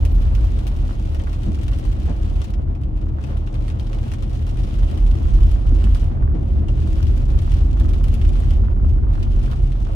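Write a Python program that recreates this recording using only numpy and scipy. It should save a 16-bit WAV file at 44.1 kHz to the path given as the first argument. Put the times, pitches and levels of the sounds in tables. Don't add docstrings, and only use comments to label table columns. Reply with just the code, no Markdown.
import sys
import numpy as np
from scipy import signal
from scipy.fft import rfft, irfft
from scipy.io import wavfile
from scipy.ndimage import uniform_filter1d

SR = 44100
rng = np.random.default_rng(int(sys.argv[2]) if len(sys.argv) > 2 else 0)


def wav_record(signal):
    frames = np.transpose(np.atleast_2d(signal))
    bounded = np.clip(frames, -1, 1)
    quanta = np.round(bounded * 32767).astype(np.int16)
    wavfile.write(sys.argv[1], SR, quanta)


N = 438794

# frequency_hz, density_db
SHAKE_SPECTRUM = [(15, -40), (23, -28.5), (31, -9), (39, 0.5), (48, -0.5), (56, -9.5), (70, -26),
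                  (110, -86)]
RUMBLE_SPECTRUM = [(40, -38.5), (59, -7.5), (72, 5), (86, -3.5), (105, -9), (132, -13.5), (153, -25.5),
                   (260, -65.5)]
ROAR_SPECTRUM = [(90, -29), (150, 0.5), (178, -1.5), (200, 2.5), (225, .5), (260, -1.5), (292, -5.5),
                 (324, -0.5), (350, -5), (385, -7.5), (440, -13.5), (700, -60)]
SWISH_SPECTRUM = [(250, -16.5), (430, -4), (495, -3), (545, 1.5), (610, -1), (690, -1), (810, -5),
                  (1050, -11), (1380, -15), (1600, -21.5), (2800, -26.5), (4500, -37.5), (8500, -48.5),
                  (15500, -65.5)]
# time_s, relative_db
ROAD_UNEVENNESS = [(0.0, -17.5), (0.45, -12.5), (0.7, -20), (1.25, -25.5), (1.5, -21.5), (2.3, -18.5),
                   (3.6, -28.5), (4.45, -23.5), (5.35, -11), (5.9, -12), (6.2, -19.5), (7.1, -17.5),
                   (7.7, -14.5), (9.0, -15), (9.95, -17)]
ROAD_COARSENESS = [(0.0, -19), (0.3, -20), (0.8, -23.5), (2.05, -22), (3.65, -25), (4.7, -22.5),
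                   (5.3, -19.5), (6.5, -18.5), (7.2, -17), (7.9, -18), (9.0, -17), (9.3, -21),
                   (9.95, -25.5)]
ROAD_WEAR = [(0, 0.5), (.5, -2.3), (1.3, -1.5), (2.5, -1.1), (3.1, -1.8), (4.6, -1), (5.3, 0.6), (6.1, 0),
             (6.5, 3), (6.9, 2), (7.35, 1), (7.9, 2.2), (9.0, 0), (9.5, 0), (9.95, -2.5)]
ROAD_WETNESS = [(0, 2), (1.2, 0), (2.4, 0), (2.7, -1), (3.1, -1.3), (3.4, 0), (4.3, -0.5), (5.3, 1),
                (6.3, 0.1), (6.6, -0.3), (7.1, 0.5), (8.3, 1), (8.95, -0.5), (9.5, 1), (9.7, -3.5),
                (9.95, 1.5)]
# middle_s, half_length_s, level_db, pitch_hz
RIBBED_STRETCHES = [(3.0, 0.5, -37.5, 134.7), (5.0, 0.34, -41.5, 130), (6.25, 0.29, -30, 134.8),
                    (6.65, 0.23, -29.5, 118), (6.85, 0.18, -38, 322), (8.9, 0.62, -39.5, 222),
                    (9.6, 0.18, -28, 130)]
# start_s, level_db, knock_share_db
ROAD_BUMPS = [(1.462, -25.5, -20), (2.075, -27.5, -7), (3.296, -35.5, -3), (5.71, -28, -15),
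              (5.83, -26, -21), (6.101, -32.5, -9.5), (6.34, -29, -10), (7.8, -31, -18)]
# frequency_hz, density_db
THUD_SPECTRUM = [(40, -25.5), (110, 7.5), (230, 10), (320, 5), (410, -12.5), (900, -46)]
KNOCK_SPECTRUM = [(150, -38), (400, 7.5), (700, -1), (1300, -10.5), (2000, -15), (6000, -32)]
# time_s, firing_hz, level_db
ENGINE_CRUISE = [(0, 38, -24.5), (.6, 38.39, -31.5), (2.4, 38.1, -33.5), (3.5, 38.27, -29.5),
                 (4.5, 39.25, -31.5), (5.4, 39.8, -28), (6.2, 38.82, -36.5), (7.5, 38.32, -35),
                 (9.95, 36.84, -36.5)]
# multiple, relative_db
ENGINE_HARMONICS = [(1, 6), (2, -4), (3, -0.5), (5, -17), (6, -19.5), (8, -13.5)]
# start_s, length_s, depth_db, recovery_s
RAIN_LULLS = [(2.441, 0.53, 17.5, 0.085), (2.924, 0.22, 16, 0.077), (3.258, 0.13, 8, 0.29),
              (3.603, 0.15, 7, 0.043), (4.1, 0.14, 3.5, 0.11), (5.46, 0.16, 3, 0.042),
              (6.042, 0.28, 21, 0.14), (6.252, 0.43, 6, 0.05), (8.551, 0.28, 12, 0.09),
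              (8.849, 0.21, 17.5, 0.094), (9.001, 0.31, 3, .2), (9.514, 0.2, 4, 0.28)]
# start_s, level_db, treble_db
BIG_SPLATS = [(0.0503, -30, -14), (0.2215, -44, -18), (0.35, -31, -20), (0.448, -41, -13),
              (0.5885, -36, -21), (0.6675, -32, -18), (0.6756, -34, -15), (0.7643, -39, -18),
              (1.1462, -35.5, -18), (1.1981, -35.5, -25), (1.3288, -37, -20), (1.4334, -37, -18),
              (1.5458, -33, -25), (1.589, -40, -25), (1.6314, -36.5, -17), (1.6805, -30.5, -22),
              (1.7316, -35.5, -22), (1.7855, -38, -12), (1.8523, -36.5, -21), (1.9263, -38, -17),
              (2.4164, -31.5, -27), (2.4417, -35.5, -19), (2.5033, -40.5, -19), (2.537, -36, -29),
              (2.62, -49.5, -26), (2.75, -46, -29), (2.813, -46, -23), (2.8342, -40.5, -21),
              (2.9601, -48, -24), (2.974, -46, -24), (3.015, -47, -21), (3.0834, -48, -25),
              (3.239, -36, -27), (3.3706, -43, -25), (3.4729, -35.5, -29), (3.541, -37.5, -24),
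              (3.554, -38.5, -27), (3.68, -33.5, -23), (3.7001, -35, -25), (3.796, -35.5, -23),
              (3.93, -32.5, -24), (3.946, -39, -23), (3.9853, -38, -28), (4.08, -39.5, -20),
              (4.117, -33, -21), (4.136, -32.5, -20), (4.224, -37, -21), (4.232, -39, -24),
              (4.3494, -44, -24), (4.4664, -39, -19), (4.4914, -38.5, -26), (4.5705, -36, -28),
              (4.588, -40, -19), (4.634, -37, -26), (4.7075, -38, -34), (4.8295, -36.5, -23),
              (4.899, -38.5, -19), (4.912, -38, -18), (4.9746, -34.5, -20), (5.0629, -39, -14),
              (5.1112, -34.5, -19), (5.152, -41, -19), (5.3385, -40, -20), (5.4045, -37, -25),
              (5.4311, -36, -22), (5.513, -36.5, -14), (5.691, -48, -22), (5.84, -32, -25),
              (5.9468, -33, -18), (6.0208, -41, -26), (6.0407, -41, -17), (6.474, -48, -26),
              (6.585, -43, -28), (6.683, -32.5, -25), (6.756, -54, -22), (6.82, -43, -27),
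              (6.8743, -40, -21), (6.927, -38, -21), (7.0263, -32, -18), (7.067, -36.5, -24),
              (7.175, -36.5, -19), (7.3008, -43, -20), (7.388, -34.5, -23), (7.5175, -32.5, -23),
              (7.5392, -36, -21), (7.7982, -33.5, -17), (7.8895, -37, -21), (7.934, -33.5, -23),
              (8.0396, -31, -16), (8.082, -34, -19), (8.1404, -33.5, -11), (8.2136, -30.5, -27),
              (8.2492, -35, -33), (8.278, -41, -21), (8.29, -37, -20), (8.3577, -42, -18),
              (8.4012, -36, -18), (8.506, -33, -21), (8.5372, -46, -19), (9.227, -32.5, -20.5),
              (9.3182, -42, -29), (9.4274, -41, -17), (9.4355, -39, -23), (9.4565, -37, -22),
              (9.5135, -34, -21), (9.7196, -37.5, -25), (9.85, -40, -30)]
# start_s, level_db, pan_left_db, treble_db
HEAVY_TAPS = [(0.2565, -41, 1, -14), (0.3798, -37, 3, -15), (0.44, -36, -4.0, -17.5),
              (0.892, -34.5, 0, -17), (0.908, -37, -1, -14), (1.2695, -36, 2, -8), (1.273, -35, 4, -3),
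              (1.3361, -40, 0, -15), (1.7245, -39, -2, -14), (3.0688, -41, -2, -18), (3.1847, -36, 2, -13),
              (3.9004, -39, 1, -20), (5.258, -38, -3, -17), (5.2844, -38, 0, -14), (5.388, -36, -2.5, -20),
              (5.5604, -38, 2, -14), (5.654, -41, 2, -16), (5.7146, -41, 1, -17), (5.8199, -39, 4, -14),
              (5.8254, -42, 2, -9), (5.87, -34.5, 1, -11), (5.957, -35, -1, -15.5), (6.0322, -39, 0, -14.5),
              (6.0997, -43, 0, -14), (6.1727, -39, -1, -19), (6.224, -35.5, 1.5, -16),
              (6.276, -37, -2, -17), (6.316, -40, 1, -18), (6.7925, -42, 1, -20), (6.872, -37.5, -1, -18),
              (7.0022, -37.5, 5, -16), (7.2693, -47, 5, -17), (7.291, -42, -1, -14), (7.3744, -39, -1, -18),
              (7.477, -36, -3, -15), (7.77, -38, 0, -15), (7.809, -35.5, -1, -15), (7.848, -38, -1, -13),
              (8.0103, -36, 0, -20), (8.3555, -40, -0.5, -13), (8.3731, -43, 1, -15), (8.435, -41, -4, -13),
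              (8.635, -35, -1, -19.5), (8.683, -38, -4, -12), (8.7161, -43, 1, -19), (8.7655, -40, -1, -16),
              (8.7974, -43.5, -2, -17.5), (8.846, -40, -2, -19), (8.9845, -41, 3, -9),
              (9.0359, -39, 1, -16), (9.067, -38.5, -2, -20), (9.1032, -43, -1, -15),
              (9.153, -36.5, -1, -14.5), (9.179, -36.5, 0, -20), (9.2633, -38.5, 2, -14),
              (9.382, -45, 7, -19), (9.402, -41, 0, -15), (9.4769, -39, 3, -15), (9.5006, -38, 3, -16),
              (9.521, -34, 4, -18.5), (9.5314, -36, -1, -15.5), (9.7539, -40, -1, -16),
              (9.868, -37, -5, -17)]
# frequency_hz, density_db
GLASS_SPECTRUM = [(300, -24), (800, 0), (1300, 2.5), (1600, -2), (1880, 1), (2050, -1.5), (2400, 0.8),
                  (3100, 2.1), (3800, -2.5), (4500, -5), (5800, -6.5), (7600, -11), (8800, -8),
                  (10500, -14.5), (15500, -17.5)]
PANEL_SPECTRUM = [(250, -21.5), (550, 0), (900, -0.5), (1400, 0), (1850, -7.5), (2300, -20.5), (4000, -33),
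                  (9000, -52.5)]
CRACKLE_SPECTRUM = [(1000, -15), (2500, 2), (3300, 2), (6000, -2.5), (9000, -6.5), (11000, -13.5),
                    (15500, -21)]
# start_s, level_db
HIGH_SIZZLES = [(0.12, -55), (0.145, -56), (0.215, -58), (0.333, -62)]
# frequency_hz, density_db
SIZZLE_SPECTRUM = [(8000, -35), (11200, -10), (12400, -4), (13200, 0), (14000, -9), (15500, -18)]
# frequency_hz, coherence, left_lead_rad, pan_left_db
MIC_PAIR = [(40.5, 1, 0, -2), (76.4, 0.93, -0.5, 1), (126, 1, 0, 3), (201, 0.84, 0.65, 2.5),
            (302, 0.57, 1.18, 4), (490, .4, 1.5, 1), (613, 0.57, 2.5, 0.5), (1400, 0.57, 2.5, 0.5),
            (2200, 0.15, 4, 0), (6000, 0, -8, 2)]
# splash_db, splash_t60_s, cabin_db, cabin_t60_s
SPLAT_TAIL = (-1.8, .01, -0.5, 0.081)
PATTER_TAIL = (-6.5, 0.15, -1, 0.14)
TAP_TAIL = (-7, 0.05, -10.5, 0.3)
CRACKLE_TAIL = (-9, .003, -9, .03)

GLASS_FAR_SHARE, PANEL_FAR_SHARE = 0.57, 0.33


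def road(shake_db=-19.5, rumble_db=-21, roar_db=-34.5, swish_db=-43):
    shake = from_db(shake_db + swing(ROAD_UNEVENNESS)) * cabin_noise(SHAKE_SPECTRUM)
    rumble = from_db(rumble_db + swing(ROAD_COARSENESS)) * cabin_noise(RUMBLE_SPECTRUM)
    roar = from_db(roar_db + swing(ROAD_WEAR) + .8 * drift(15)) * cabin_noise(ROAR_SPECTRUM)
    swish = from_db(swish_db + swing(ROAD_WETNESS) + 1.68 * drift(60)) * cabin_noise(SWISH_SPECTRUM)
    return shake + rumble + roar + swish


def tyre_drone():
    t, drone = np.arange(N) / SR, np.zeros(N)
    for middle_s, half_length_s, level_db, pitch_hz in RIBBED_STRETCHES:
        swell = np.exp(-((t - middle_s) / half_length_s) ** 2)
        drone += from_db(level_db) * swell * narrow_noise(pitch_hz, width_hz=14)
    return panned(drone, pan_db=3.5)


def bumps(rise_s=0.017, size=16384):
    out, swell = np.zeros((2, N)), soft_pulse(rise_s, size)
    for start_s, level_db, knock_db in ROAD_BUMPS:
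        thud = rms_one(coloured(rng.standard_normal(size), THUD_SPECTRUM))
        knock = rms_one(coloured(rng.standard_normal((2, size)), KNOCK_SPECTRUM))
        bump = panned(thud, pan_db=6.5) + from_db(knock_db) * knock
        add(out, start_s, from_db(level_db) * swell * bump)
    return out


def engine():
    firing_hz, level_db = in_time(ENGINE_CRUISE)
    phase = 2 * np.pi * np.cumsum(firing_hz * (1 + 0.001985 * drift(4))) / SR
    hum = sum(from_db(db + 2.0 * drift(6)) * np.sin(multiple * phase + rng.uniform(0, 2 * np.pi))
              for multiple, db in ENGINE_HARMONICS)
    return panned(from_db(level_db) * hum, pan_db=0.5)


def windscreen(lesser_per_s=9.9, usual_treble_db=-21.5, gain_db=17):
    out, rain_db = panned(patter(), pan_db=1.5), rainfall_db()
    lesser = [(i / SR, rng.normal(-45 + rain_db[i], 1.5), rng.normal(usual_treble_db, 2.5))
              for i in rng.integers(0, N, int(lesser_per_s * N / SR))]
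    flight_s = .0011
    for start_s, level_db, treble_db in [*BIG_SPLATS, *lesser]:
        drop = spattered(glass_drop(0.73 * (treble_db - usual_treble_db), SPLAT_TAIL))
        pan_db = rng.normal(2.5, 4)
        add(out, start_s + flight_s, from_db(level_db + gain_db) * panned(drop, pan_db))
    return out


def patter(spots=10, drops_per_s=430, level_db=-51.5, spread_db=4.0):
    flurry_db = drift(14)
    strength = from_db(rainfall_db() + flurry_db)
    chance = drops_per_s * strength ** .85 / SR
    sizes = rms_one(from_db(spread_db * np.minimum(rng.exponential(1, N), 3)))
    clicks = (rng.random(N) < chance) * sizes * from_db(level_db) * strength / np.sqrt(chance)
    spot = (rng.random(N) * spots * np.minimum(strength, 1) ** .4).astype(int)
    out = np.zeros((2, N))
    for k, bright_db in enumerate(np.linspace(-5.0, 0.3, spots)):
        hits = np.tile(clicks * (spot == k), (2, 1))
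        out += signal.oaconvolve(hits, glass_drop(bright_db, PATTER_TAIL), axes=1)[:, :N]
    return out


def glass_drop(bright_db, tail, colour_db=1.5):
    spectrum = [(hz, db + bright_db * np.log2(1 + (hz / 5000) ** 2) / 2 + colour_db * rng.normal())
                for hz, db in GLASS_SPECTRUM]
    return impact(spectrum, "left", GLASS_FAR_SHARE, *tail)


def spattered(drop, droplets=2, within_s=.008):
    out = drop.copy()
    delays_s = within_s * rng.uniform(.25, 1, droplets)
    for delay_s, level_db in zip(delays_s, rng.normal(-10.5, 1.8, droplets)):
        add(out, delay_s, rng.choice([-1, 1]) * from_db(level_db) * drop)
    return out


def bodywork(faint_count=100, usual_treble_db=-14.5, octaves_per_db=0.03, gain_db=22):
    out, rain_db = np.zeros((2, N)), rainfall_db()
    faint = [(i / SR, rng.normal(-45, 1.2) + 0.38 * rain_db[i],
              rng.normal(-1.1, 1.8), rng.normal(usual_treble_db, 1.5))
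             for i in rng.integers(0, N, faint_count)]
    flight_s = .0008
    for start_s, level_db, pan_db, treble_db in [*HEAVY_TAPS, *faint]:
        pitch_ratio = 2 ** (octaves_per_db * (treble_db - usual_treble_db))
        panel = [(hz * pitch_ratio, rng.normal(db, 1.5)) for hz, db in PANEL_SPECTRUM]
        tap = impact(panel, "right", PANEL_FAR_SHARE, *TAP_TAIL)
        add(out, start_s + flight_s, from_db(level_db + gain_db) * panned(tap, pan_db))
    return out


def crackle(spots=6, ticks_per_s=110, level_db=-61, spread_db=4.5):
    strength = from_db(rainfall_db())
    sizes = from_db(spread_db * np.minimum(rng.exponential(1, N), 2.5))
    clicks = (rng.random(N) < ticks_per_s * strength / SR) * sizes * strength
    spot, out = rng.integers(0, spots, N), np.zeros((2, N))
    ticks = [impact(CRACKLE_SPECTRUM, "left", GLASS_FAR_SHARE, *CRACKLE_TAIL) for _ in range(spots)]
    for i in np.flatnonzero(clicks):
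        add(out, i / SR, clicks[i] * ticks[spot[i]])
    return from_db(level_db) * rms_one(out)


def sizzles(rise_s=0.0044, size=2048):
    out, swell = np.zeros((2, N)), soft_pulse(rise_s, size)
    for start_s, level_db in HIGH_SIZZLES:
        hiss = rms_one(coloured(rng.standard_normal((2, size)), SIZZLE_SPECTRUM))
        add(out, start_s, from_db(level_db) * swell * hiss)
    return out


def rainfall_db(fall_s=0.19):
    t = np.arange(N) / SR
    dips_db = []
    for start_s, length_s, depth_db, recovery_s in RAIN_LULLS:
        onset = (t - start_s) / fall_s
        release = 1 - (t - start_s - length_s) / recovery_s
        dips_db.append(depth_db * np.clip(np.minimum(onset, release), 0, 1))
    return -np.max(dips_db, axis=0)


def impact(spectrum, near_side, far_share, splash_db, splash_t60_s, cabin_db, cabin_t60_s, size=4096):
    t = np.arange(size) / SR
    splash, echoes = rng.standard_normal((2, 2, size))
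    echoes = signal.lfilter(*signal.butter(1, 7000, fs=SR), echoes)
    tail = from_db(splash_db) * rms_one(splash * from_db(-60 * t / splash_t60_s))
    tail += from_db(cabin_db) * rms_one(echoes * from_db(-60 * t / cabin_t60_s))
    hit = at_the_mics(tail) / np.sqrt(size)
    near = ["left", "right"].index(near_side)
    hit[near, 0] += 1
    hit[1 - near, rng.integers(SR // 6000)] -= far_share
    return rms_one(coloured(hit, spectrum)) / np.sqrt(size)


def cabin_noise(spectrum):
    white = rng.standard_normal((2, N))
    noise = at_the_mics(irfft(rfft(white) * gain_of(spectrum, N), N))
    return noise / np.sqrt(uniform_filter1d(np.mean(noise ** 2, axis=0), SR // 3))


def at_the_mics(pair):
    size = pair.shape[-1]
    coherence, lead_rad, pan_db = in_frequency(MIC_PAIR, size)
    coherence = np.clip(coherence, 0, .999)
    left, unrelated = rfft(pair)
    right = coherence * np.exp(-1j * lead_rad) * left + np.sqrt(1 - coherence ** 2) * unrelated
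    return irfft(np.array([left, right]) * from_db(np.array([pan_db, -pan_db]) / 2), size)


def coloured(x, spectrum):
    size = x.shape[-1]
    cepstrum = irfft(np.log(gain_of(spectrum, size)))
    cepstrum[1:size // 2] *= 2
    cepstrum[size // 2 + 1:] = 0
    return irfft(rfft(x) * np.exp(rfft(cepstrum)))


def gain_of(spectrum, size):
    top_hz, top_db = spectrum[-1]
    return from_db(in_frequency([*spectrum, (top_hz * 10, top_db - 80)], size)[0])


def narrow_noise(pitch_hz, width_hz):
    phase = 2 * np.pi * pitch_hz * np.arange(N) / SR
    return drift(width_hz) * np.cos(phase) + drift(width_hz) * np.sin(phase)


def drift(knots_per_s):
    knots = rng.standard_normal(2000)
    return rms_one(np.interp(np.arange(N) / SR * knots_per_s, np.arange(len(knots)), knots))


def soft_pulse(rise_s, size):
    age = np.arange(size) / SR / rise_s
    return age * np.exp(1 - age)


def swing(curve):
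    db, = in_time(curve)
    return db - db.mean()


def in_time(rows):
    time_s, *columns = np.transpose(rows)
    return [np.interp(np.arange(N) / SR, time_s, column) for column in columns]


def in_frequency(rows, size):
    hz, *columns = np.transpose(rows)
    bins_hz = np.maximum(np.arange(size // 2 + 1) * SR / size, 1)
    return [np.interp(np.log(bins_hz), np.log(hz), column) for column in columns]


def from_db(db):
    return 10 ** (np.asarray(db) / 20)


def rms_one(x):
    return x / np.sqrt(np.mean(x ** 2) + 1e-20)


def panned(x, pan_db):
    return x * from_db([[pan_db / 2], [-pan_db / 2]])


def add(out, start_s, sound):
    start = max(int(start_s * SR), 0)
    out[:, start:start + sound.shape[1]] += sound[:, :max(out.shape[1] - start, 0)]


def scene():
    return road() + tyre_drone() + engine() + bumps() + windscreen() + crackle() + bodywork() + sizzles()


def record(dry):
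    fade_s, cutoff_hz = .004, 15800
    fade = np.minimum(np.arange(N) / SR / fade_s, 1)
    return signal.sosfilt(signal.ellip(10, .1, 80, cutoff_hz, fs=SR, output="sos"), fade * dry)


dry = scene()
out = record(dry)
wav_record(out)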